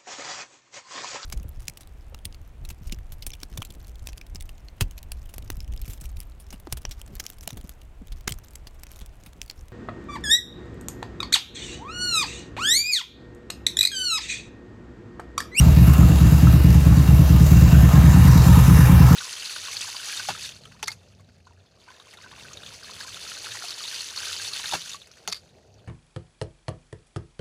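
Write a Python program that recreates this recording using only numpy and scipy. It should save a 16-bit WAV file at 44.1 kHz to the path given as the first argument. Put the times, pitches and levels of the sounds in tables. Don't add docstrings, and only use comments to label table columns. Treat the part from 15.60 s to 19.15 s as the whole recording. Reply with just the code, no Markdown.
import sys
import numpy as np
from scipy import signal
from scipy.io import wavfile

SR = 44100
rng = np.random.default_rng(int(sys.argv[2]) if len(sys.argv) > 2 else 0)


def magnitude_from_level(level_db):
    exponent = np.asarray(level_db, float) / 20
    return 10 ** exponent


def to_wav(s):
    ch = np.atleast_2d(s).T
    pcm = np.round(np.clip(ch, -1, 1) * 32767)
    wavfile.write(sys.argv[1], SR, pcm.astype(np.int16))


N = 156555


# [front fires t/s, level/dB, rear lag t/s, level/dB]
CYCLES = [(-0.1609, 0.1518, 0.037, 0.8357), (-0.0501, 1, 0.046, -1.7), (0.0606, 2.3, 0.047, -6),
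          (0.167, 0.9, 0.043, 0.1), (0.2748, 2.2, 0.04, -10), (0.3854, 2.5, 0.0433, 0),
          (0.4954, 1, 0.038, -10), (0.608, 1, 0.0443, -1.8), (0.7185, 1.4912, 0.039, -11),
          (0.8271, 2, 0.042, -0.2), (0.934, 0.8054, 0.035, -13), (1.0419, 1.3, 0.043, -1),
          (1.1487, 0.7, 0.039, -16.1109), (1.2595, 1.5, 0.044, -1.3), (1.3688, 0.9, 0.04, -12),
          (1.4826, -0.1, 0.041, -1.7), (1.5897, 1.7, 0.037, -23), (1.6989, 1.3, 0.042, -1),
          (1.8057, 2, 0.047, -10), (1.9124, 2, 0.044, -0.7), (2.0182, 1.6, 0.0445, -5.5),
          (2.1241, 1.5731, 0.04, -0.5), (2.2288, 2.5, 0.042, -4), (2.3343, 1.3, 0.0406, 2),
          (2.4369, 2.5, 0.04, 1.2), (2.541, 0.409, 0.0305, 4.5), (2.6488, 0.1, 0.0294, 1.2),
          (2.7543, 1.4, 0.0302, -2), (2.8624, 0.1, 0.0311, 2.5), (2.9703, 1.5, 0.0303, -4.7356),
          (3.0784, -0.2, 0.0316, 2), (3.1871, 0.7472, 0.0298, -4.5), (3.2939, 0.5, 0.0311, 2),
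          (3.4014, 1.8, 0.0299, -2.5), (3.508, 1.0849, 0.0312, -5)]


def crank():
    front_s, front_db, lag_s, rear_db = np.transpose(CYCLES)
    cycle_s = np.append(np.diff(front_s), 0.1)
    return front_s, cycle_s, front_db, front_s + lag_s, rear_db


# [f/Hz, t60/s, signed strength: front opens, front shuts, rear opens, rear shuts]
PIPE_FAR = [(55.1, 0.45, -0.12, 0.14, -0.23, 0.013), (68.6, 0.49, -0.083, 0.12, 0.82, 0.14),
            (77.6, 0.122, 0.58, -0.4, -0.78, -0.079), (121.1, 0.159, -0.48, -0.31, 0.43, -0.33),
            (147.7, 0.3, -0.19, 0.22, -0.37, -0.099), (168.9, 0.184, 0.469, 0.1, -0.42, -0.121),
            (194.6, 0.037, 0.24, -0.0052, 0.66, 0.16), (283, 0.16, -0.14, 0.057, -0.038, -0.028),
            (311.3, 0.2, 0.059, 0.025, 0.098, -0.12)]
PIPE_NEAR = [(63.7, 0.35, -0.066, 0.11, -0.062, 0.25), (81.2, 0.29, 0.23, -0.037, -0.1, -0.37),
             (114.7, 0.15, -0.12, 0.1, 0.057, -0.39), (128.05, 0.49, -0.37, -0.38, 0.15, 0.27),
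             (151.1, 0.23, -0.28, 0.29, 0.21, 0.36), (173.2, 0.17, 0.56, -0.14, -0.58, -0.16),
             (204.162, 0.096, 0.22, 0.16, 0.071, 0.12), (241.5, 0.12, 0.1, 0.13, 0.017, 0.014),
             (296, 0.084, -0.16, 0.015, 0.124, 0.0)]
VALVE_OPEN_S, BLOWDOWN_S, SHUT_S = 0.0219, 0.0028, 0.0035
FIRING_SPREAD_DB = 0.16


def exhaust(modes, front_s, front_db, rear_s, rear_db):
    spread_db = FIRING_SPREAD_DB * rng.standard_normal((len(front_s), 2)).T
    front_amp, rear_amp = magnitude_from_level(np.array([front_db, rear_db]) + spread_db)
    puffs = []
    for fire_s, size in ((front_s, front_amp), (rear_s, rear_amp)):
        puffs.append(puff(clicks(fire_s, size), BLOWDOWN_S))
        puffs.append(puff(clicks(fire_s + VALVE_OPEN_S, size), SHUT_S))
    return sum(ring(np.dot(strengths, puffs), hz, t60_s) for hz, t60_s, *strengths in modes)


# [share of cycle, far level/dB, near level/dB, decay/s]
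CONTACTS = [
    (.2, -1.5, 0.5, 0.01),
    (0.55, 2, -15, 0.00757),
    (.6, -6, 2.5, 0.0075),
    (.93, 0.5, -3, 0.011),
    (.78, -2, 0.5, 0.0073),
    (0.022, 0, -2.5, 0.012),
]
# [f/Hz, density/dB per Hz]
CLATTER = [(190, -13), (330, -5.5), (553, -10), (988, -7), (3360, -19.5), (7170, -18), (8290, -27),
           (12600, -20.5), (16200, -25)]
# [f/Hz, width/Hz, far level/dB, near level/dB]
CASING = [(980, 200, 0, 4), (1270, 78, 2, 4), (1765, 110, 2, 4.5), (485, 69, 5.5, 4.5), (626, 70, 6, 0.5),
          (2733, 166, 7.5, 4.5), (3840, 310, 2.5, 3.5), (6060, 220, 2.5, 3.5), (9030, 210, 5.5, 5),
          (10900, 230, 2, 5.5), (12860, 440, 7, 6.5), (14700, 180, -2, 2), (9300, 210, -2.5, 3),
          (813, 47, -0.5, 2.5), (370, 64, 0.5, -11)]
CONTACT_SPREAD_DB, CONTACT_JITTER_S, CONTACT_WIDTH_S = 2, 0.002, 0.0027
RATTLE_PER_S, RATTLE_DB = 1500, -9
COVER_DB, COVER_WANDER_DB = -5, 5
FINS_HZ, FINS_WIDTH_HZ, FINS_DB = 6890, 1540, -17


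def valve_gear(front_s, cycle_s, near, fins_db):
    near_then = np.interp(front_s * SR, np.arange(N), near)
    swell = 1
    for share, far_db, near_db, decay_s in CONTACTS:
        jitter, spread = rng.standard_normal((len(front_s), 2)).T
        hit_s = front_s + share * cycle_s + CONTACT_JITTER_S * jitter
        hit_db = far_db + near_then * (near_db - far_db) + CONTACT_SPREAD_DB * spread
        hits = puff(clicks(hit_s, magnitude_from_level(hit_db)), CONTACT_WIDTH_S)
        decaying = signal.lfilter([1], [1, -np.exp(-1 / (decay_s * SR))], hits)
        swell = swell + decaying[SR:SR + N] ** 2

    grains = (rng.random((2, N)) < RATTLE_PER_S / SR) * rng.standard_normal((2, N))
    hiss = rng.standard_normal((2, N))
    white = np.sqrt(swell) * (hiss + magnitude_from_level(RATTLE_DB) * rms_one(grains))
    clatter = banded(white, CLATTER, patchy_db=1.5, rate_hz=2.66)
    for hz, width_hz, far_db, near_db in CASING:
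        clatter = peak(clatter, hz, width_hz, far_db + near * (near_db - far_db))
    for hz in np.geomspace(700, 15000, num=44) * rng.uniform(.97, 1.03, size=44):
        added = peak(clatter, hz, .012 * hz, 5.7) - clatter
        clatter = clatter + magnitude_from_level(COVER_DB + COVER_WANDER_DB * drift(7.3)) * added

    fins = bandpass(white[1], FINS_HZ - FINS_WIDTH_HZ / 2, FINS_HZ + FINS_WIDTH_HZ / 2)
    return rms_one(clatter) + magnitude_from_level(FINS_DB + fins_db) * rms_one(fins)


# [t/s, level/dB, f/Hz]
PINGS = [(0.027, -26, 900), (0.08, -25, 912), (0.133, -27, 1220), (0.294, -20.5, 1090), (0.35, -25, 1070),
         (0.43, -16.5, 1297), (0.654, -25, 1270), (0.871, -14, 1312), (0.928, -26, 1240), (1.146, -29, 953),
         (1.324, -24, 840), (1.504, -24, 820), (1.612, -27, 1090), (1.676, -29, 860), (1.799, -27, 1250),
         (1.935, -24, 1360), (2.06, -20.5, 1005), (2.152, -22, 1380), (2.194, -27, 1160),
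         (2.255, -23, 1220), (2.458, -27, 1300), (2.563, -19, 816), (2.598, -23, 1010), (2.646, -23, 939),
         (2.729, -24, 960), (2.773, -21, 960), (2.818, -27, 856), (2.883, -24, 1280), (2.953, -21, 950),
         (2.989, -18, 969), (3.04, -26, 966), (3.098, -15, 1260), (3.171, -18.5, 982), (3.207, -19, 980),
         (3.286, -21, 840), (3.321, -23, 969), (3.364, -23, 1000), (3.421, -21, 1000), (3.489, -19, 999),
         (3.52, -16, 1380)]


def knock():
    return sum(ring(puff(clicks([s], magnitude_from_level(db)), 0.00075), hz, t60_s=0.05) for s, db, hz in PINGS)


# [f/Hz, density/dB per Hz]
RUMBLE = [(13, -42), (40, -9), (59, -4), (145, -1), (179, -9.5), (221, -8), (301, -14.5), (362, -31),
          (420, -28), (550, -61.5), (920, -120)]
RUMBLE_DB = -24


def rumble():
    white = rng.standard_normal((2, N))
    return magnitude_from_level(RUMBLE_DB) * banded(white, RUMBLE, patchy_db=3.5, rate_hz=6.8)


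def rms_one(x):
    return x / np.sqrt(np.mean(x ** 2) + 1e-20)


def drift(rate_hz):
    r = np.exp(-80 * np.pi * rate_hz / SR)
    white = rng.standard_normal(N // 40 + 2002)
    slow = signal.lfilter([1], [1, -2 * r, r * r], white)[2000:]
    return np.interp(np.arange(N) / 40, np.arange(len(slow)), rms_one(slow))


def clicks(s, sizes):
    out = np.full(N + 2 * SR, 1e-18)
    np.add.at(out, np.round((np.asarray(s) + 1) * SR).astype(int), sizes)
    return out


def puff(x, width_s):
    shape = np.hanning(int(width_s * SR))
    return signal.oaconvolve(x, shape / shape.sum(), "same")


def ring(x, hz, t60_s):
    r, w = magnitude_from_level(-60 / (t60_s * SR)), 2 * np.pi * hz / SR
    poles = [1, -2 * r * np.cos(w), r * r]
    return signal.lfilter([0, np.sin(w)], poles, x[SR // 2:SR + N])[-N:]


def peak(x, hz, width_hz, db):
    r = np.exp(-np.pi * width_hz / SR)
    poles = [1, -2 * r * np.cos(2 * np.pi * hz / SR), r * r]
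    resonance = signal.lfilter([(1 - r * r) / 2, 0, (r * r - 1) / 2], poles, x)
    return x + (magnitude_from_level(db) - 1) * resonance


def bandpass(x, low_hz, high_hz):
    return signal.sosfilt(signal.butter(2, [low_hz, high_hz], "band", fs=SR, output="sos"), x)


def banded(white, spectrum, patchy_db, rate_hz):
    hz, db = np.transpose(spectrum)
    edges_hz = np.geomspace(hz[0], hz[-1], int(3 * np.log2(hz[-1] / hz[0])))
    out = 0
    for k, (low, high) in enumerate(zip(edges_hz, edges_hz[1:])):
        band_db = np.interp(np.log(low * high) / 2, np.log(hz), db)
        out = out + bandpass(white[k % 2], low, high) * magnitude_from_level(band_db + patchy_db * drift(rate_hz))
    return rms_one(out)


# [t/s, clatter level/dB, fins level/dB]
PHONE = [(0.0, -31, 5), (0.11, -33, -5), (0.45, -32, 5.5), (0.84, -32.5, 4.5), (0.97, -33, -5),
         (0.98, -34.5, -11), (1.7, -33.5, -5), (1.85, -32.5, 4.5), (2.2, -32, 5.5), (2.3, -31, -2),
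         (2.92, -28.5, -8), (3.54, -28.5, -1), (3.55, -27, 0)]
# [start t/s, end t/s]
MOVE_S = [2.23, 2.7]


def phone_place():
    t = np.arange(N) / SR
    s, clatter_db, fins_db = np.transpose(PHONE)
    return np.interp(t, s, clatter_db), np.interp(t, s, fins_db), np.interp(t, MOVE_S, [0, 1])


def scene():
    clatter_db, fins_db, near = phone_place()
    front_s, cycle_s, *firing = crank()
    thump_far = exhaust(PIPE_FAR, front_s, *firing)
    thump_near = exhaust(PIPE_NEAR, front_s, *firing)
    thump = (1 - near) * thump_far + near * thump_near
    clatter = magnitude_from_level(clatter_db + 2.5) * valve_gear(front_s, cycle_s, near, fins_db)
    return (thump + clatter + knock() + rumble())[None]


def low_pass(x):
    return signal.sosfilt(signal.butter(12, 15700, fs=SR, output="sos"), x)


LIMIT = 1.2


def record(dry):
    highpassed = signal.sosfilt(signal.butter(2, 30, "high", fs=SR, output="sos"), dry)
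    rounded = LIMIT * np.tanh(highpassed / LIMIT)
    mix = rounded * np.minimum(np.arange(N) / (0.0014 * SR), 1)
    return low_pass(mix)


dry = scene()
out = record(dry)
to_wav(out)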